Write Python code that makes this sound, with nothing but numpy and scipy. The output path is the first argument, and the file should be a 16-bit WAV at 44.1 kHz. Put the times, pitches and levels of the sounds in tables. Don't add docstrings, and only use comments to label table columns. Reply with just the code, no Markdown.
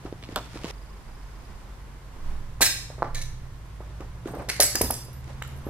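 import sys
import numpy as np
from scipy import signal
from scipy.fft import rfft, irfft, next_fast_len
from scipy.io import wavfile
from scipy.ndimage import map_coordinates

SR = 44100
rng = np.random.default_rng(int(sys.argv[2]) if len(sys.argv) > 2 else 0)


def voltage_ratio(decibels):
    exponent = np.asarray(decibels, float) / 20
    return 10 ** exponent


def unload_wav(signal):
    wavfile.write(
        sys.argv[1],
        SR,
        np.round(np.clip(np.atleast_2d(signal).T, -1, 1) * 32767).astype(np.int16),
    )


N = 250929
CUT_S = .712
STRIDE = 16


def unit(x):
    return x / np.sqrt(np.mean(x ** 2) + 1e-20)


def along(points, hz):
    f, v = np.transpose(points)
    return np.interp(np.log(hz + 1), np.log(f + 1), v)


def curves(rows, quiet=None):
    s, *cols = np.transpose(rows)
    t = np.arange(N) / SR
    return [np.interp(t, s, c, left=quiet, right=quiet) for c in cols]


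def wobble(rate_hz, coarse=False):
    at = np.arange(0, N + STRIDE, STRIDE)
    knots = rng.standard_normal(int(N * rate_hz / SR) + 4)
    x = map_coordinates(knots, [at * rate_hz / SR])
    return x[:-1] if coarse else np.interp(np.arange(N), at, x)


def swell(s, rise_db_per_s, fall_db_per_s):
    t = np.arange(0, N, STRIDE) / SR - s
    return voltage_ratio(np.where(t < 0, rise_db_per_s * t, -fall_db_per_s * t))


def filtered(x, response):
    m = next_fast_len(N + SR // 2)
    return irfft(rfft(x, m) * response(np.fft.rfftfreq(m, 1 / SR)), m)[..., :N]


def causal(tone):
    level_db = along(tone, np.fft.rfftfreq(2048, 1 / SR))
    cepstrum = irfft(np.log(voltage_ratio(level_db) + 1e-4))
    cepstrum[1:1024] *= 2
    cepstrum[1025:] = 0
    pulse = irfft(np.exp(rfft(cepstrum)))[:1024]
    return pulse / np.linalg.norm(pulse)


def spread(pair, alike):
    def mid_side(hz):
        turn = np.arccos(np.clip(along(alike, hz), -1, 1)) / 2
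        return np.array([np.cos(turn), np.sin(turn)])
    mid, side = filtered(pair, mid_side)
    return np.array([mid + side, mid - side])


def rush(tone, grain_db, grain_rate):
    # pitch_hz, left_right_likeness
    noise_alike = [(60, 0.82), (130, 0.86), (290, 0.87), (640, 0.58), (1410, 0.3), (3100, 0.17),
                   (6820, -0.17), (15000, 0.14)]
    pair = rng.standard_normal((2, N)) * voltage_ratio(grain_db * wobble(grain_rate))
    coloured = filtered(pair, lambda hz: voltage_ratio(along(tone, hz)))
    return unit(spread(coloured, noise_alike))


def add(track, s, piece):
    start = round(s * SR)
    part = track[..., start:start + piece.shape[-1]]
    part += piece[..., :part.shape[-1]]


def ring(hz, db, t60, attack, unrest):
    t60_s = max(t60, .003)
    t = np.arange(int(SR * min(t60_s, 1))) / SR
    drift = unrest * np.cumsum(rng.standard_normal(len(t)))
    envelope = voltage_ratio(db - 60 * t / t60_s) * (1 - np.exp(-t / attack))
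    return envelope * np.sin(2 * np.pi * hz * t + drift)


def stomp(db, hz, cycles):
    swings = np.arange(SR // 40) / SR * hz
    rounded = (swings / cycles * np.exp(1 - swings / cycles)) ** 3
    return -voltage_ratio(db) * rounded * np.sin(2 * np.pi * swings)


def snaps(events, tone, t60, boost_db, grain_db, rise=0.00024):
    track, pulse = np.zeros((2, N)), causal(tone)
    t = np.arange(int(SR * np.clip(t60, .01, .125))) / SR
    for s, db in events:
        grains = rng.standard_normal(len(t) // 16 + 1)
        sizes = voltage_ratio(grain_db * np.repeat(grains, 16)[:len(t)])
        fading = sizes * voltage_ratio(-60 * t / max(t60, .002)) * (1 - np.exp(-t / rise))
        bursts = rng.standard_normal((3, len(t))) * fading
        shared, left, right = signal.fftconvolve(bursts, pulse[None], axes=1)
        gain = voltage_ratio(db + boost_db) / np.abs(shared).max()
        add(track, s, gain * (shared + 0.28 * np.array([left, right])))
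    return track


def engine():
    # time_s, main_order_db, other_orders_db (load)
    load_curve = [(0, -49, 0), (.7, -47, -2), (.72, -46.5, -13.5), (1.5, -42, -14.5), (2.02, -47, -8),
                  (2.5, -43, -6), (3.1, -45, -1), (3.8, -42, -5), (4.8, -47, 1), (5.69, -43, -1.5)]
    # time_s, firing_cycles_hz
    speed_curve = [(0, 11.45), (.7, 11.55), (.72, 9.5), (1.5, 9.55), (2.02, 9.3), (2.26, 11.5),
                   (2.42, 11.8), (2.68, 10.6), (3.6, 10.62), (3.9, 10.95), (4.15, 11.9), (4.5, 12.1),
                   (4.75, 12.3), (4.95, 13.2), (5.3, 14.5), (5.69, 14.8)]
    # pitch_hz, level_db
    wall_tone = [(20, -14), (30, -31), (53, 2), (90, -9.5), (108, -4), (130, 0), (150, -11), (200, -18)]
    # order_number, level_db
    orders = [(2, -0.5), (3, -4.5), (4, -5.5), (6, -8.5), (7, -1.5), (8, -1.5), (9, 6), (10, 1.5), (11, 2),
              (12, 2), (13, -5), (14, -3), (15, 8.5)]
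    hz, db, load_db = np.array(curves(speed_curve) + curves(load_curve))[:, ::STRIDE]
    turn = 2 * np.pi * np.cumsum(hz) * STRIDE / SR
    main = voltage_ratio(3 + 1.2 * wobble(4, coarse=True)) * np.sin(turn * 5)
    rest = 0
    for k, level_db in orders:
        gain = voltage_ratio(level_db + along(wall_tone, k * hz) + 2 * wobble(4, coarse=True))
        phase = .2 * wobble(2, coarse=True) + 7 * rng.random()
        rest = rest + gain * np.sin(round(k) * turn + phase)
    hum = voltage_ratio(db) * (main + voltage_ratio(load_db - 1.5) * rest)
    return signal.resample_poly(hum, STRIDE, 1)[:N]


def cricket():
    # time_s, level_db
    cricket_level = [(.72, -66), (1, -69.5), (1.5, -68), (1.7, -78)]
    strokes = 1 + np.sin(2 * np.pi * 24 * np.arange(N) / SR + 2 * wobble(3))
    chirps = strokes ** 2 * rng.standard_normal((2, N))
    band = unit(filtered(chirps, lambda hz: np.exp(-((hz - 4900) / 450) ** 2)))
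    return voltage_ratio(curves(cricket_level, quiet=-120)[0]) * band


def air():
    # time_s, traffic_db
    traffic_level = [(0, -56), (.7, -54), (1, -55), (1.5, -53), (2.1, -56), (2.3, -49), (2.5, -55.5),
                     (3.7, -56), (5.15, -55), (5.69, -51.5)]
    # pitch_hz, level_db_per_hz
    traffic_tone = [(28, -7), (48, 2.5), (66, -1), (92, -13.5), (141, -13.5), (191, -16.5), (671, -27.5),
                    (1070, -21.5), (1190, -27.5), (3500, -43), (4550, -60), (7700, -120)]
    # pitch_hz, level_db_per_hz
    hiss_tone = [(1180, -2.5), (2000, -5.5), (2510, -10), (5120, -13), (5930, -14), (11100, -19.5),
                 (15200, -25.5), (16000, -37)]
    traffic_db, = curves(traffic_level)
    hiss_db = -60 + .6 * (traffic_db - traffic_db.mean())
    traffic_gain = voltage_ratio(traffic_db + 9.5 + 0.27 * wobble(5.34))
    traffic = traffic_gain * rush(traffic_tone, grain_db=1.26, grain_rate=30)
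    hiss = voltage_ratio(hiss_db + 6) * rush(hiss_tone, grain_db=0.34, grain_rate=60)
    return traffic + hiss + cricket()


def squeal():
    # time_s, level_db
    squeal_level = [(4.27, -72.5), (4.28, -56.5), (4.44, -61.5), (4.46, -70)]
    # pitch_hz, width_hz, level_db
    grit_bands = [(2450, 60, -7), (8600, 200, 0), (12550, 130, -3), (10500, 4000, -13)]

    def bands(f):
        return sum(voltage_ratio(db) * w * w / (w * w + (f - c) ** 2) for c, w, db in grit_bands)
    slips = rng.standard_normal((2, N)) * voltage_ratio(4 * wobble(90))
    return voltage_ratio(curves(squeal_level, quiet=-120)[0]) * unit(filtered(slips, bands))


def scuffs():
    # full_pressure_s, build_up_s (per 20 dB), scuff_db, crinkle_db
    press_events = [(.06, .15, -49, -52), (.33, .15, -45, -48), (.45, .4, -56, -48), (.56, .15, -51, -43.5),
                    (.71, .16, -40, -37), (3.9, .12, -52, -58), (4.05, .4, -54, -60), (4.27, .03, -43, -49),
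                    (4.35, .08, -40, -56), (4.42, .2, -38, -54), (5.3, .1, -46, -50.5), (5.5, .3, -55, -55),
                    (5.58, .08, -50, -66), (5.69, .07, -45, -63)]
    # pitch_hz, level_db_per_hz
    sole_tone = [(170, -29), (320, -0.5), (570, 0), (1000, -7), (1600, -14.5), (2400, -19), (3500, -37),
                 (6600, -120)]
    # pitch_hz, level_db_per_hz
    film_tone = [(880, -18), (1500, 0), (1580, -10), (1710, -2), (5070, -6.5), (11800, -19.5), (16000, -37)]
    first = np.arange(0, N, STRIDE) < CUT_S * SR
    presses = []
    for s, build_s, sole_db, film_db in press_events:
        press = swell(s, 20 / build_s, fall_db_per_s=200) * (first == (s < CUT_S))
        presses.append(press * voltage_ratio([[sole_db], [film_db]]))
    sole, film = np.repeat(np.max(presses, axis=0), STRIDE, axis=1)[:, :N]
    sole = sole * voltage_ratio(-3) * rush(sole_tone, grain_db=2.5, grain_rate=150)
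    film = film * voltage_ratio(-3) * rush(film_tone, grain_db=2.2, grain_rate=500)
    return sole + film + squeal()


def knocks():
    # start_s, peak_db, pitch_hz, crumble_db
    hollow_knocks = [(0.05, -31, 315, -4.5), (0.288, -34.5, 310, -14), (0.324, -37.5, 318, -14),
                     (0.555, -33, 320, -3), (2.9, -34, 576, -10.5), (4.3685, -29, 540, -10),
                     (4.394, -34, 570, -6), (4.41, -35, 700, -4)]
    # start_s, peak_db, pitch_hz, crumble_db
    dull_knocks = [(0.124, -25, 371, -18), (0.226, -38, 339, -7.5), (0.3575, -25, 800, -7),
                   (0.3622, -21, 560, -9), (0.3675, -22, 760, -9), (0.541, -37, 221, -12),
                   (0.642, -23, 330, -9), (2.608, -24, 400, -3), (2.612, -16, 900, -8),
                   (2.98, -33.5, 506, -5), (3.034, -36, 700, 6), (3.055, -38, 900, 6),
                   (3.803, -31, 503, -10), (4.003, -31, 330, -7), (4.27, -35, 400, 0),
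                   (4.278, -36, 600, -4), (4.305, -35, 270, -6), (4.335, -27, 463, -5),
                   (4.342, -32, 520, -6), (4.389, -32, 565, -5), (4.483, -29.5, 552, -5),
                   (4.749, -26, 350, -5), (4.832, -30, 250, -6), (4.84, -28, 270, -8),
                   (5.082, -38, 495, -8.5), (5.665, -25, 323, -9.5), (5.685, -30.5, 514, -14)]
    # start_s, peak_db, pitch_hz, crumble_db
    plank_knocks = [(4.596, -17.5, 640, -9), (4.6028, -23, 600, -12), (4.61, -26, 640, -12),
                    (4.633, -31, 600, -6), (4.811, -25, 940, -8), (4.9035, -28, 920, -6)]
    # start_s, peak_db, pitch_hz, cycles_to_peak
    stomp_blows = [(2.6068, -17, 900, .9), (3.022, -7.5, 780, .55), (3.028, -7.5, 880, .55),
                   (4.2568, -21.5, 340, 1.1), (4.8106, -9, 390, .48), (4.9041, -15.5, 800, .7),
                   (5.4199, -24, 1000, .4), (5.4226, -19, 1700, .6)]
    # start_s, level_db, pitch_hz, t60_s
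    heel_booms = [(.644, -24, 157, 0.068), (3.4, -30, 55, 0.37), (4.81, -26, 61.7, 0.5),
                  (4.835, -26, 240, 0.1), (4.816, -25, 94.5, 0.24)]
    # pitch_hz, level_db_per_hz
    board_tone = [(88, -41), (150, -10.5), (261, -1.5), (1020, -5.5), (1770, -14.5), (2450, -31),
                  (6000, -30), (7800, -62.5), (13200, -120)]
    track = np.zeros(N)
    for rows, swings in (dull_knocks, 3.5), (hollow_knocks, 6.5), (plank_knocks, 12):
        for s, db, hz, _ in rows:
            add(track, s + 0.00215, -ring(hz, db + 10, swings / hz, attack=0.0005, unrest=0.0015))
    for s, *blow in stomp_blows:
        add(track, s, stomp(*blow))
    for s, db, hz, t60 in heel_booms:
        add(track, s, ring(hz, db, t60, attack=0.0089, unrest=0.018))
    all_knocks = dull_knocks + hollow_knocks + plank_knocks
    crumbles = [(s + 0.00412, db + crumble_db + 1) for s, db, _, crumble_db in all_knocks]
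    return track + snaps(crumbles, board_tone, .12, boost_db=2, grain_db=4.5, rise=0.0027)


def litter():
    # start_s, peak_db
    litter_snaps = [(0.06, -41), (0.1262, -38.5), (0.2264, -33), (0.2372, -30), (0.245, -36), (0.251, -34),
                    (0.2614, -43), (0.288, -37), (0.324, -39), (0.5581, -35), (0.5734, -32), (0.5894, -37),
                    (0.621, -39), (0.6357, -31), (0.6444, -26), (0.651, -31), (0.658, -33), (0.669, -35),
                    (0.686, -35), (0.7074, -34)]
    # pitch_hz, level_db_per_hz
    litter_tone = [(710, -22), (1200, 1.5), (1430, -11), (2650, -1.5), (4960, -8), (13900, -34),
                   (16000, -43.5)]
    return snaps(litter_snaps, litter_tone, .0055, boost_db=1.5, grain_db=-8)


def ringing_pieces():
    # start_s, pitch_hz, level_db, t60_s
    slab_rings = [(2.614, 1550, -20, .08), (2.622, 1730, -19, .08), (2.619, 2000, -21, .07),
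                  (2.66, 2330, -35, .3), (2.658, 2584, -29, .12), (2.68, 3720, -35, .45),
                  (2.618, 4040, -19, .1), (2.62, 4150, -24, .08), (2.652, 5180, -24, .15),
                  (2.658, 5300, -20, .07), (2.688, 5190, -28, .2), (2.73, 5190, -38, .4),
                  (2.637, 8200, -24, .1), (2.68, 6455, -38, .4), (2.615, 7068, -34, .3),
                  (2.675, 9889, -37, .25), (3.157, 1745, -40, .3), (3.151, 2300, -42, .1),
                  (3.213, 2200, -42, .1), (3.145, 3900, -33, .06), (3.168, 4000, -40, .15),
                  (3.182, 4300, -46, .1), (3.216, 4200, -43, .08), (3.146, 6300, -41, .2),
                  (3.175, 5700, -51, .25), (3.26, 6280, -52, .25), (3.17, 9700, -54, .2),
                  (3.2, 11300, -57, .1), (.3597, 1400, -11, .007), (.3598, 3250, -13, .005),
                  (5.437, 7500, -46, .04), (5.449, 7500, -51, .06)]
    # start_s, pitch_hz, level_db, t60_s
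    glass_rings = [(4.606, 9469, -21, .07), (4.603, 11130, -17, .05), (4.628, 11130, -10, .045),
                   (4.636, 7830, -18, .12), (4.62, 7830, -29, .3), (4.7, 7830, -40, .3),
                   (4.622, 5206, -21, .07), (4.655, 5206, -36, .3), (4.66, 4592, -34, .4),
                   (4.608, 13020, -22, .1), (4.66, 2850, -46, .5), (4.614, 12270, -31, .25),
                   (4.72, 11800, -46, .3), (4.755, 4955, -29, .2), (4.755, 5725, -34, .15),
                   (4.765, 7560, -41, .5), (4.775, 13120, -46, .3), (4.775, 10440, -47, .3),
                   (4.822, 4960, -36, .4), (4.885, 4963, -41, .45), (4.96, 4963, -50, .5),
                   (4.82, 7610, -45, .4), (4.868, 3515, -42, .1), (4.93, 3515, -53, .5),
                   (4.85, 2800, -52, .8), (4.815, 10330, -31, .12), (4.815, 10780, -31, .12),
                   (4.815, 9650, -33, .2), (4.82, 12000, -36, .2), (4.82, 13130, -38, .3),
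                   (4.907, 9650, -36, .05), (4.907, 11200, -32, .05), (4.91, 5720, -43, .4),
                   (4.93, 7625, -38, .3), (4.92, 8770, -47, .25), (5.048, 10300, -57, .2),
                   (5.048, 13120, -59, .1), (5.132, 11900, -52, .25), (5.132, 13600, -61, .15),
                   (5.652, 11400, -58, .4), (5.663, 12800, -61, .15), (5.655, 13300, -61, .06),
                   (5.666, 9700, -62, .1)]
    tones = np.zeros(N)
    for s, hz, db, t60 in slab_rings + glass_rings:
        add(tones, s, ring(hz, db, t60, attack=min(.002, t60 / 20), unrest=.038))
    return tones * voltage_ratio(1 + 2.3 * wobble(45))


def ticks():
    # start_s, level_db, pitch_hz, t60_s
    clicks = [(.3599, -17, 12500, .002), (.3599, -15, 8000, .002), (.3599, -17, 5000, .002),
              (3.0283, -28, 4200, .004), (3.0445, -32, 2000, .005), (3.0565, -32, 1900, .005),
              (3.085, -34, 1600, .008), (4.256, -40, 1400, .04), (4.2755, -47, 8550, .03),
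              (4.349, -46, 12500, .03), (4.351, -49, 8700, .02), (4.366, -51, 9500, .01),
              (4.387, -51, 13000, .01), (4.393, -46, 2450, .04), (4.6022, -1, 4500, .003),
              (4.6055, -9, 9450, .02), (4.6105, -6, 11100, .012), (4.6248, -4, 5000, .004),
              (4.755, -8, 11500, .004), (4.755, -12, 6200, .005), (4.7535, -20, 1600, .012),
              (4.814, -20, 2250, .012), (4.8146, -4, 11500, .003), (4.8166, -9, 10300, .015),
              (4.9075, -7, 10500, .005), (4.9076, -12, 14200, .004), (4.9228, -19, 10600, .004),
              (5.4249, -20, 2600, .003), (5.4249, -26, 7500, .004), (5.4249, -30, 13500, .003),
              (5.438, -31, 7600, .005)]
    track = np.zeros(N)
    for s, db, hz, t60 in clicks:
        add(track, s, ring(hz, db, t60, attack=.0001, unrest=0))
    return track


def bag():
    # start_s, peak_db
    bag_pops = [(.3602, -20), (.364, -26), (.3695, -27), (.374, -29), (.379, -31), (.386, -31), (.392, -33)]
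    # pitch_hz, level_db_per_hz
    bag_tone = [(290, -30), (600, -8), (1350, 1.5), (1950, -16), (3300, -4), (5900, -17), (13000, -28),
                (16000, -32)]
    return snaps(bag_pops, bag_tone, .009, boost_db=2.5, grain_db=0.5)


def slab():
    # start_s, peak_db
    slab_cracks = [(2.608, -15), (2.612, -10), (2.6155, -6), (2.6195, -4), (2.6235, -6), (2.628, -5),
                   (2.638, -12), (2.645, -13), (2.652, -11), (2.661, -10), (2.67, -14)]
    # pitch_hz, level_db_per_hz
    slab_tone = [(200, -27), (570, -8), (1230, -11), (1750, 4), (2450, 3), (3100, -1), (4100, 5), (4650, 0),
                 (5400, 2.5), (8500, 3), (16000, -8)]
    return snaps(slab_cracks, slab_tone, .03, boost_db=0, grain_db=3.5, rise=0.002)


def plaster():
    # start_s, peak_db
    plaster_cracks = [(3.1457, -26), (3.1537, -28), (3.1656, -31), (3.173, -31), (3.1802, -31), (3.19, -34),
                      (3.2141, -28), (3.2211, -28), (3.2354, -35), (3.2544, -38)]
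    # pitch_hz, level_db_per_hz
    plaster_tone = [(800, -40), (2100, -8), (2900, -17), (4000, -5), (5000, -14), (6100, -5), (7400, -14),
                    (9500, -15), (16000, -31)]
    return snaps(plaster_cracks, plaster_tone, .033, boost_db=1.2, grain_db=3.5, rise=0.0014)


def crumbs():
    # start_s, peak_db
    crumb_snaps = [(4.0063, -38), (4.2564, -42.5), (4.2737, -34), (5.242, -40), (5.2774, -40),
                   (5.4228, -25), (5.4365, -35), (5.449, -38), (5.49, -41), (5.5194, -41), (5.6433, -43),
                   (5.66, -44)]
    # pitch_hz, level_db_per_hz
    crumb_tone = [(500, -23), (1200, 0.5), (2400, 3), (4500, -8), (7500, -7), (13000, -19), (16000, -24)]
    return snaps(crumb_snaps, crumb_tone, .012, boost_db=-0.8, grain_db=2.5, rise=.001)


def tile():
    # start_s, peak_db
    tile_cracks = [
        (4.4877, -22),
        (4.4925, -17),
        (4.4975, -13.5),
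        (4.5144, -26),
        (4.5314, -30),
        (4.563, -27),
    ]
    # pitch_hz, level_db_per_hz
    tile_tone = [(800, -33), (1500, -7.5), (2000, 0.5), (2700, -8), (3300, -14.5), (4200, -5.5), (6000, -8),
                 (11100, -13.5), (16000, -31)]
    return snaps(tile_cracks, tile_tone, .025, boost_db=0.0, grain_db=3, rise=0.00091)


def glass():
    # start_s, peak_db
    shard_snaps = [(4.6017, -3), (4.6055, -6), (4.611, -7), (4.617, -10), (4.622, -6), (4.6305, -9),
                   (4.64, -13), (4.7545, -10), (4.8143, -14), (4.822, -20), (4.845, -23), (4.909, -21),
                   (4.94, -24)]
    # pitch_hz, level_db_per_hz
    shard_tone = [(800, -24), (1700, -7), (3300, -14), (5070, -3), (8530, -7.5), (10900, -5.5),
                  (13300, -12), (16000, -20)]
    # start_s, peak_db
    chip_snaps = [(4.8145, -13), (4.8185, -13), (4.9078, -15), (4.9235, -28), (5.0494, -40), (5.1307, -40),
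                  (5.4762, -39), (5.564, -45), (5.5754, -43), (5.5874, -45)]
    # pitch_hz, level_db_per_hz
    chip_tone = [(1500, -20), (2300, -11), (3500, -17), (8000, -12), (10300, 0), (12500, -6), (14700, -7),
                 (16000, -22)]
    shards = snaps(shard_snaps, shard_tone, .026, boost_db=-0.5, grain_db=0.5, rise=0.0004)
    return shards + snaps(chip_snaps, chip_tone, .014, boost_db=0.3, grain_db=1.5, rise=0.0003)


def hall(x, gap_s):
    # pitch_hz, t60_s
    hall_decay = [(150, .7), (800, 0.45), (2100, 0.54), (5500, 0.54), (14600, 0.36)]
    # pitch_hz, left_right_likeness
    echo_alike = [(60, 0.97), (180, 0.96), (550, 0.98), (1650, 0.43), (4970, -0.41), (15000, 0.31)]
    wet, step = np.zeros((2, N)), SR // 4
    for i in range(0, N, step):
        if not x[i:i + step].any():
            continue
        hz, t, z = signal.stft(rng.standard_normal((2, SR // 2)), SR, nperseg=256)
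        decay = voltage_ratio(-60 * t / along(hall_decay, hz)[:, None])
        tail = signal.istft(z * decay, SR, nperseg=256)[1]
        tail = tail / np.linalg.norm(tail[0])
        add(wet, i / SR + gap_s, signal.fftconvolve(x[None, i:i + step], tail, axes=1))
    return spread(wet, echo_alike)


def floor_shake():
    # peak_s, level_db, pitch_hz, t60_s
    weight_shifts = [(.68, -51, 23.7, .3), (1.14, -37.5, 23.6, .25), (1.54, -39, 23.5, .35),
                     (2.28, -23, 16.9, 1.1), (3.15, -25, 19.5, 1.2), (4.07, -38.5, 19.5, .9),
                     (4.82, -52, 19.5, 1.5), (5.59, -44, 30, .9)]
    t = np.arange(0, N, STRIDE) / SR
    sway = 0
    for s, db, hz, t60 in weight_shifts:
        lean = swell(s, rise_db_per_s=170, fall_db_per_s=60 / t60)
        sway = sway + voltage_ratio(db) * lean * np.sin(2 * np.pi * hz * (t - s))
    return signal.resample_poly(sway, STRIDE, 1)[:N]


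def at_ports(near):
    # pitch_hz, left_behind_right_rad
    port_lag = [(100, 0.13), (500, 0.083), (1000, 0.23), (2000, 0.98), (4500, 2), (8000, 2.07),
                (14000, 0.58)]
    sides = np.array([[1], [-1]])
    return filtered(near, lambda hz: np.exp(-.5j * along(port_lag, hz) * sides))


def scene():
    thud = knocks()
    tones = ringing_pieces() + ticks()
    crack = litter() + bag() + slab() + plaster() + crumbs() + tile() + glass()
    near = at_ports(crack + tones + thud)
    send = (voltage_ratio(-11) * thud + voltage_ratio(-4.5) * crack + voltage_ratio(-8.5) * tones).mean(axis=0)
    first = np.arange(N) < CUT_S * SR
    corner_echo = voltage_ratio(-7.5) * hall(send * first, gap_s=0.0065) * first
    echo = corner_echo + hall(send * ~first, gap_s=.008)
    low = voltage_ratio([[-2.1], [2.1]]) * floor_shake() + voltage_ratio([[-.8], [.8]]) * engine()
    return low + voltage_ratio([[-.7], [.7]]) * (near + echo + scuffs() + air())


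def roll_off(x):
    return signal.sosfilt(signal.butter(12, 16540, fs=SR, output="sos"), x)


def record(dry):
    top_hz = 15750
    x = filtered(dry, lambda hz: 1 / (1 + (hz / top_hz) ** 60))
    mix = x / (1 + np.abs(x) ** 6) ** (1 / 6)
    return roll_off(mix)


dry = scene()
out = record(dry)
unload_wav(out)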